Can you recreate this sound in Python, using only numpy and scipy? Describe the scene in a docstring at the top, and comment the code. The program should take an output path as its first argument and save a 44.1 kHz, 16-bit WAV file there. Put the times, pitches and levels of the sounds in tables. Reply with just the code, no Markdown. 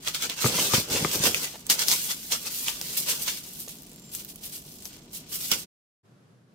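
"""Unpacking a bagged appliance

Hands pull a packed appliance from its carton and smooth its thin plastic bag, close by in a small room.
Film: swarms of filtered clicks; snapping creases: short rings with noise cracks; one sine squeak.
Carton: struck damped modes and gripping noise. Rooms: shaped noise; a silent pause, then a quieter hum."""
import sys
import numpy as np
from scipy import signal
from scipy.fft import rfft, irfft
from scipy.io import wavfile
from scipy.ndimage import uniform_filter1d

SR = 44100
rng = np.random.default_rng(int(sys.argv[2]) if len(sys.argv) > 2 else 0)


def persist_wave(psi):
    """Save psi, clipped to +-1, as 16-bit WAV."""
    counts = np.round(np.clip(psi, -1, 1) * 32767).astype(np.int16)
    wavfile.write(sys.argv[1], SR, np.atleast_2d(counts).T)


N = 288414
T = np.arange(N) / SR

# Levels are relative, ahead of layer trims, echoes and filters.
# room murmur spectrum: f/Hz, gain/dB
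ROOM_SPECTRUM = [(15, -35.5), (25, -10.5), (54, -6.5), (87, -7), (117, -10), (136, -1), (156, 1), (290, -5),
                 (380, -9), (519, -16), (671, -17), (1500, -33.5), (2100, -39), (3300, -120)]
# quiet room spectrum: f/Hz, gain/dB
QUIET_SPECTRUM = [(30, -40), (75, -28.5), (115, -0.5), (175, -2), (280, -14.5), (370, -13.5), (600, -20),
                  (850, -27), (1400, -26.5), (2200, -33), (5000, -37), (8000, -41.5), (11000, -42),
                  (16000, -61)]
# quiet room hum: t/s, level/dB
QUIET_LEVEL = [(6.06, -57.5), (6.32, -57), (6.46, -61), (6.53, -58)]
# stereo side gain, all but the quiet room and the squeak: f/Hz, gain/dB
WIDTH = [(30, -9), (70, -17), (140, -23), (280, -18), (550, -8), (950, 0)]
# stereo side gain, quiet room: f/Hz, gain/dB
QUIET_WIDTH = [(60, -10.5), (110, -23), (200, -10), (380, -7.5), (700, -1.5), (1290, 1.5), (2380, -1),
               (4400, -1), (8120, 0.5), (15000, 1)]
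# pause fade: t/s, gain/1
PAUSE_FADE = [(5.643, 1), (5.66, 0), (6.03, 0), (6.06, 1)]
# cardboard drag spectrum: f/Hz, gain/dB
CARTON_SPECTRUM = [(18, -52.5), (30, -27), (91, -6), (167, -2.5), (241, -3), (323, -3.5), (494, -2),
                   (644, -10), (1000, -16), (1300, -38.5), (2200, -120)]
# damped carton panels: f/Hz, level/dB, t60/s
PANEL_MODES = [(141, -2.5, 0.033), (232, -5.5, 0.033), (385, -8.5, 0.035), (520, -7, .018),
               (829, -2.5, 0.0098), (1220, -1.5, .019), (2150, -2.5, .008)]
# knocks of load and hand on the carton: t/s, level/dB, hardness/Hz (modes above it are barely struck)
KNOCK_EVENTS = [(0.4437, -16, 1900), (.4508, -7, 210), (.460, -17.5, 2000), (.736, -14, 1300),
                (0.7439, -20.5, 500), (.778, -14, 279), (0.912, -22, 249.4), (1.023, -15.5, 170.5),
                (1.0474, -14.5, 3600), (1.053, -21.5, 200), (1.152, -26.5, 800), (1.202, -14.5, 171),
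                (5.517, -25.5, 3200)]
# load slides in the carton: t/s, hold/s, level/dB
SLIDE_EVENTS = [(.228, 0.01, -39.5), (0.443, 0.02, -28), (0.5, 0.14, -33), (0.735, .04, -30),
                (0.908, .14, -30.5), (1.15, 0.021, -29.5), (1.245, 0.031, -27.5), (1.328, 0.13, -43),
                (1.70, .22, -46), (2.8, .4, -50), (5.517, .012, -38)]
# fingertip squeak on taut film: t/s, hold/s, level/dB
SQUEAK_EVENT = (4.07, 0.039, -55.5)
# creases that snap: t/s, ring level/dB, f/Hz, left minus right/dB
SNAP_EVENTS = [(0.0748, -16.5, 3480, -8), (0.0825, -13.5, 5990, -0.5), (0.1459, -25, 4400, -23),
               (0.2224, -18, 5800, -7.5), (0.2972, -17.5, 3580, -9), (0.7347, -20, 3070, -8.5),
               (0.9006, -19.5, 5140, 0), (1.1135, -17, 5800, -3), (1.2371, -10.5, 5130, -6),
               (1.3449, -8.5, 2600, -0.5), (1.6664, -20.5, 8480, -4), (1.6935, -19, 4690, -1.5),
               (1.699, -3.5, 4700, -3), (1.7923, -12, 5030, -7.5), (1.8185, -18, 5220, -10),
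               (1.883, -4.5, 5400, 5.5), (1.914, -8, 6000, 0.5), (2.3207, -14.5, 3330, -7),
               (2.682, -13, 3000, -5), (2.813, -16.5, 5360, -2), (3.682, -25, 6450, 1),
               (4.1495, -17.5, 7400, 3), (4.2473, -22.5, 13300, -1), (4.358, -23.5, 11500, -3),
               (4.8224, -28, 8490, 3), (4.8543, -23, 6060, 6), (5.131, -29, 13830, 7),
               (5.5155, -5.5, 5500, -9)]
# stray ticks of the relaxing film: start/s, end/s
SETTLING_SPAN = (3.75, 4)
# film colour: f/Hz, gain/dB
FILM_SPECTRUM = [(240, -37), (400, -1), (496, 1), (719, -10.5), (1230, -13), (1790, -13), (2970, -2),
                 (5780, 2.5), (8760, 0), (9760, -4.5), (14400, -4), (15300, -3.5), (16000, -15.5)]
# large folds rolling over: t/s, level/dB, Gaussian sigma/s
ROLL_EVENTS = [(0.586, -33, 0.0077), (0.962, -31, 0.0033), (1.145, -40.5, 0.0084), (1.551, -45, 0.0096),
               (2.473, -51.5, 0.024), (2.815, -41.5, 0.0034), (3.679, -44.5, 0.0026), (4.862, -54, .003)]
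# crumpling hand strokes: t/s, hold/s, level/dB, coarseness/dB (+ large folds, - fine creases)
STROKE_EVENTS = [(0.072, 0.0064, -30.5, 5), (0.146, 0.0043, -30, 6.5), (0.225, 0.023, -30.5, 6),
                 (0.298, 0.0041, -33, 8), (0.415, 0.0063, -28.5, 2), (0.452, 0.026, -27.0, 4.0),
                 (0.565, 0.1, -29.0, 3), (0.735, 0.021, -24.5, 5.5), (0.932, 0.046, -27.5, 4.5),
                 (1.132, 0.025, -32, -2), (1.242, 0.028, -22.5, 3.5), (1.431, 0.0089, -31, 3),
                 (1.701, 0.001, -19.5, 3), (1.799, 0.018, -27, 4), (1.889, 0.024, -26, -1),
                 (1.916, 0.016, -23.5, 3.5), (1.997, 0.072, -36.5, -2.5), (2.1, 0.011, -30, 3.5),
                 (2.321, 0.011, -26, 3.5), (2.462, 0.014, -34.5, 3.5), (2.537, 0.11, -38.5, -4),
                 (2.677, 0.016, -30.5, 4), (2.975, 0.0055, -29.5, -3.5), (3.087, 0.023, -27.5, 2),
                 (3.215, 0.0028, -37.5, -6), (3.281, 0.0066, -28, 4.5), (3.602, 0.0083, -43, -8),
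                 (3.688, 0.024, -46, -3), (4.14, 0.018, -40.5, -6), (4.19, 0.019, -43.5, -1),
                 (4.291, 0.0095, -45, -5), (4.441, 0.024, -42.5, -4), (4.529, 0.034, -43, -3.5),
                 (4.849, 0.011, -45.5, -7), (5.148, 0.026, -42.5, -4), (5.329, 0.029, -36, -2.5),
                 (5.416, 0.13, -38, -3.5), (5.517, 0.012, -27.5, 6), (5.575, 0.034, -41.5, -1.5)]
# light rustle of the resting hand: t/s, level/dB, coarseness/dB
CONTACT_CURVE = [(0.0, -60.5, 4), (0.05, -43.5, 6), (0.35, -48, 5), (0.39, -36, 8), (0.8, -32.5, -0.5),
                 (0.87, -45, 8), (1.0, -34, 4.5), (1.38, -33.5, 3), (1.61, -52.5, 3), (1.69, -52.5, 10),
                 (1.73, -38.5, 2), (2.21, -45, -2), (2.78, -42, 1), (2.9, -39, -1), (3.35, -38.5, 0),
                 (3.41, -47, 0.5), (3.58, -47, -2.5), (3.88, -57.5, 3), (4.16, -55, 5), (4.34, -57.5, 2),
                 (4.7, -52.5, -2), (4.95, -51.5, 4), (5.02, -59.5, 7), (5.64, -54, 9)]

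SQUEAK_HZ, TOP_HZ = 7330, 15800
# stroke time constants; the swell is that of a typical hold
SWELL_S, TYPICAL_HOLD_S, RELEASE_S = 0.014, 0.016, 0.027
# band level change per dB of coarseness
LARGE_GROWTH, FINE_LOSS = 1, 0.91


def undb(db):
    """Decibels to gain."""
    return 10 ** (np.asarray(db) / 20)


def curves(rows):
    """Each column of a table, joined by straight lines in time."""
    s, *columns = np.transpose(rows)
    return [np.interp(T, s, column) for column in columns]


def unit(x):
    """Scale a stereo pair so that its middle has rms 1."""
    return x / np.sqrt(np.mean(x.mean(axis=0) ** 2))


def shape(x, gain_at):
    """Filter by a gain that is a function of frequency."""
    size = x.shape[-1]
    hz = np.maximum(np.fft.rfftfreq(size, 1 / SR), 1)
    return irfft(rfft(x) * gain_at(hz), size)


def colour(x, points):
    """Filter by (f/Hz, gain/dB) points, interpolated over log frequency."""
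    hz, db = np.transpose(points)
    return shape(x, lambda f: undb(np.interp(np.log(f), np.log(hz), db)))


def band(x, lo_hz, hi_hz, order=2):
    """Causal band-pass."""
    edges_hz = [lo_hz, min(hi_hz, SR / 2 - 2000)]
    sos = signal.butter(order, edges_hz, "band", fs=SR, output="sos")
    return signal.sosfilt(sos, x + 1e-18)


def narrow(x, width):
    """Long waves reach both microphones alike: weigh the side signal by frequency."""
    mid = (x[0] + x[1]) / 2
    side = colour((x[0] - x[1]) / 2, width)
    return np.array([mid + side, mid - side])


def air(width):
    """Diffuse stereo noise."""
    return narrow(rng.standard_normal((2, N)), width)


def pan(left_minus_right_db):
    """Column of left and right gains."""
    return undb(np.array([[left_minus_right_db], [-left_minus_right_db]]) / 2)


def add(out, s, sound):
    """Mix a short sound in at time s."""
    start = int(s * SR)
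    out[:, start:start + sound.shape[-1]] += sound[..., :N - start]


def decay(t, t60_s):
    """Exponential fall of 60 dB in t60_s."""
    return np.exp(-np.log(1000) * t / t60_s)


def echo(x, t60_s):
    """Dense reflections from carton, floor and walls, drawn anew per call and microphone."""
    t = T[:SR // 8]
    onset = np.minimum(t / 0.004, 1)
    tail = rng.standard_normal((2, len(t))) * decay(t, t60_s) * onset
    tail /= np.sqrt(np.sum(tail ** 2, axis=1, keepdims=True))
    return signal.oaconvolve(x, tail, axes=1)[:, :x.shape[1]]


def gesture(s, hold_s, swell_s, release_s):
    """Swell up to time s, hold, die away; longer gestures swell more slowly."""
    rise_s = swell_s * np.sqrt(abs(hold_s) / TYPICAL_HOLD_S)
    before = np.minimum(T - s, 0) / rise_s
    after = np.maximum(T - s - hold_s, 0) / release_s
    return np.exp(np.maximum(before - after, -30))


def room(level_db=-51.5):
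    """Low murmur: diffuse noise shaped by the room spectrum."""
    return undb(level_db) * unit(colour(air(WIDTH), ROOM_SPECTRUM))


def quiet_room():
    """Quiet hum: diffuse shaped noise on a slow level curve."""
    return unit(colour(air(QUIET_WIDTH), QUIET_SPECTRUM)) * undb(curves(QUIET_LEVEL)[0])


def handling():
    """Crumpling level/dB and coarseness/dB: strokes add their power to that of the resting hand."""
    rest_db, rest_coarse_db = curves(CONTACT_CURVE)
    power = undb(rest_db) ** 2
    weighted_coarse = power * rest_coarse_db
    for s, hold_s, db, coarse_db in STROKE_EVENTS:
        stroke_power = (undb(db) * gesture(s, hold_s, SWELL_S, RELEASE_S)) ** 2
        power = power + stroke_power
        weighted_coarse = weighted_coarse + stroke_power * coarse_db
    return 10 * np.log10(power), weighted_coarse / power


def drag(hand_db, push_db=-19, drag_db=-4, grip_db=3.0, grip_per_s=70):
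    """The load drags over cardboard in uneven grips: shaped noise, randomly modulated."""
    grips = np.interp(T * grip_per_s, np.arange(2000), rng.standard_normal(2000))
    slide_power = sum((undb(db) * gesture(s, hold_s, swell_s=0.007, release_s=0.046)) ** 2
                      for s, hold_s, db in SLIDE_EVENTS)
    # the load also shifts a little under every stroke
    level = np.sqrt(slide_power + undb(hand_db + push_db) ** 2)
    scrape = unit(colour(air(WIDTH) * undb(grip_db * grips), CARTON_SPECTRUM))
    return scrape * level * undb(drag_db)


def knocks(knock_db=1.0, scuff_db=-11.0206, lowest_hz=72, pan_db=5, echo_db=-11, echo_t60_s=0.15):
    """Blows ring heavily damped panels, each one pitch with fibres scuffing around it."""
    out, t = np.zeros((2, N)), T[:SR // 8]
    for s, db, hard_hz in KNOCK_EVENTS:
        for k, (hz, mode_db, t60_s) in enumerate(PANEL_MODES):
            scuff = unit(band(rng.standard_normal((2, len(t))), hz / 2, hz * 2))
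            tone = (-1) ** k * np.sin(2 * np.pi * hz * t)
            ring = (tone + undb(scuff_db) * scuff) * decay(t, t60_s)
            softness = np.sqrt(1 + (hz / hard_hz) ** 4)
            add(out, s, undb(db + mode_db + knock_db) * ring / softness)
    # the knocks carry no deepest bass
    out = band(out, lowest_hz, 12000)
    out = out * pan(pan_db)
    return narrow(out + undb(echo_db) * echo(out, echo_t60_s), WIDTH)


def squeak(waver_hz=25):
    """Skin sticks and slips on the film: a thin, slightly unsteady sine whistle."""
    s, hold_s, db = SQUEAK_EVENT
    waver = np.interp(T * 100, np.arange(700), rng.standard_normal(700))
    phase = 2 * np.pi * np.cumsum(SQUEAK_HZ + waver_hz * waver) / SR
    whistle = np.sqrt(2) * np.sin(phase)
    return whistle * undb(db) * gesture(s, hold_s, swell_s=0.08, release_s=0.028)


def stray_ticks(count=10, tick_db=-33.5, spread_db=7, lo_hz=6000, hi_hz=13000):
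    """Faint snaps of the settling film, one at random in each equal slot; columns of SNAP_EVENTS."""
    start_s, end_s = SETTLING_SPAN
    rows = []
    for k, (when, size, pitch) in enumerate(rng.random((count, 3))):
        s = start_s + (end_s - start_s) * (k + when) / count
        rows.append((s, tick_db + spread_db * (size - 0.5), lo_hz + (hi_hz - lo_hz) * pitch, 0))
    return rows


def snaps(ring_cycles=1.0, crack_db=-6.0, crack_s=0.0023, echo_db=-8.5, echo_t60_s=0.12):
    """A crease flips: a short ring at its pitch, a broad crack as it runs along the film, then echo."""
    out, t = np.zeros((2, N)), T[:SR // 6]
    for s, db, hz, pan_db in SNAP_EVENTS + stray_ticks():
        cycles = t * hz / ring_cycles
        phase = 2 * np.pi * (hz * t + rng.random((2, 1)) / 2)
        ring = cycles * np.exp(1 - cycles) * np.sin(phase)
        crack = band(rng.standard_normal((2, len(t))), hz / 1.8, hz * 5.4, order=1) * np.exp(-t / crack_s)
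        click = undb(db) * pan(pan_db) * (ring + undb(crack_db) * crack)
        add(out, s + 0.0006, click + undb(echo_db) * echo(click, echo_t60_s))
    return out


def holding(dip_db=-2.5, hold_s=0.035):
    """Just before a listed snap the taut film holds still, so the rustle dips (dB)."""
    dip, t = np.zeros(N), T[:SR // 20]
    for s, *_ in SNAP_EVENTS:
        end = int(s * SR)
        before = slice(end - len(t), end)
        dip[before] = np.maximum(dip[before], np.exp(-t[::-1] / hold_s))
    return dip_db * dip


def buckles(per_s, spread_db, largest_spreads):
    """Random clicks, mostly tiny and a few large, each with its own stereo balance and lag."""
    draw = rng.random((12000, 5))[:int(min(per_s * N / SR, 12000))]
    at = (draw[:, 0] * (N - 40)).astype(int) + 20
    size_db = spread_db * np.minimum(-np.log(1 - draw[:, 1]), largest_spreads)
    size = undb(size_db) * np.sign(draw[:, 2] - 0.5)
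    lag = (24 * (draw[:, 3] - 0.5)).astype(int)  # samples
    out = np.zeros((2, N))
    out[0, at] = size * np.sqrt(draw[:, 4])
    out[1, at + lag] = size * np.sqrt(1 - draw[:, 4])
    return out


def swarm(per_s, spread_db, largest_spreads, echo_db, echo_t60_s):
    """Buckling folds of five sizes: each rings a cycle or two, the smaller the higher."""
    total = np.zeros((2, N))
    for hz in (1200, 2600, 4500, 7500, 12000):
        folds = band(buckles(per_s, spread_db, largest_spreads), hz / 2, hz * 2, order=1)
        total += folds + undb(echo_db) * echo(folds, echo_t60_s)
    return colour(total, FILM_SPECTRUM)


def tone_ripple(x):
    """Random, slowly shifting ripple of tone over frequency and time, deepest at low pitch."""
    hz, _, frames = signal.stft(x, SR, nperseg=512)
    ripple = rng.standard_normal(frames.shape[1:])
    ripple = uniform_filter1d(ripple, size=2, axis=0)  # over frequency
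    ripple = uniform_filter1d(ripple, size=9, axis=1)  # over time
    depth_db = 1.5 + 2.2 / (1 + (hz[:, None] / 3500) ** 2)
    return signal.istft(frames * undb(depth_db * ripple / ripple.std()))[1][:, :N]


def rolls(rush):
    """A rolling fold is the same crackle, duller, swelling and fading within a moment."""
    level = sum(undb(db) * np.exp(-((T - s) / sigma_s) ** 2 / 2) for s, db, sigma_s in ROLL_EVENTS)
    swapped = rush[::-1]  # left and right exchanged
    dull = shape(swapped, lambda f: f ** 2 / (f ** 2 + 350 ** 2) / np.hypot(f, 1400) ** 2.6)
    return unit(dull) * level


def crinkle(level_db, coarse_db, large_db=-13, middle_db=-2.5, fine_db=-1.94, firm_db=-44, soft_knee_db=4):
    """A firm hand buckles folds in a dense rush; a resting hand lets them tick one by one."""
    rush = swarm(per_s=560, spread_db=4.0, largest_spreads=3.7, echo_db=2.0, echo_t60_s=0.11)
    rush = unit(tone_ripple(rush))
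    ticks = unit(swarm(per_s=270, spread_db=4.0, largest_spreads=3.4, echo_db=1, echo_t60_s=0.032))
    firm = 1 / (1 + np.exp((firm_db - level_db) / soft_knee_db))
    film = np.sqrt(firm) * rush + np.sqrt(1 - firm) * ticks
    # large folds sound low, fine creases high; the bands overlap
    large = shape(film, lambda f: 1 / (1 + (f / 2200) ** 4) / (1 + (650 / f) ** 4))
    middle = shape(film, lambda f: 1 / (1 + (2200 / f) ** 5) / (1 + (f / 9200) ** 12))
    fine = shape(film, lambda f: 1 / (1 + (9200 / f) ** 12))
    rustle = unit(large) * undb(large_db + LARGE_GROWTH * coarse_db)
    rustle = rustle + unit(middle) * undb(middle_db)
    rustle = rustle + unit(fine) * undb(fine_db - FINE_LOSS * coarse_db)
    return rustle * undb(level_db + holding()) + rolls(rush)


def scene():
    """Unpacking over a low room murmur, a pause, then the quiet room."""
    hand_db, coarse_db = handling()
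    carton = drag(hand_db) + knocks()
    bag = narrow(crinkle(hand_db, coarse_db) + snaps(), WIDTH) + squeak()
    unpacking = room() + carton + bag
    quiet_start_s = PAUSE_FADE[2][0]
    return np.where(T < quiet_start_s, unpacking, quiet_room()) * curves(PAUSE_FADE)[0]


def record(dry, notch_hz=9700, notch_width_hz=450, notch_db=-4):
    """A narrow dip in the treble near 9.7 kHz; peaks are rounded and the top is cut steeply."""
    heard = shape(dry, lambda f: undb(notch_db * np.exp(-((f - notch_hz) / notch_width_hz) ** 2)))
    heard = heard / (1 + (heard / 0.75) ** 4) ** 0.25
    top_cut = signal.ellip(10, 0.2, 80, TOP_HZ, fs=SR, output="sos")
    return signal.sosfilt(top_cut, heard)


dry = scene()
out = record(dry)
persist_wave(out)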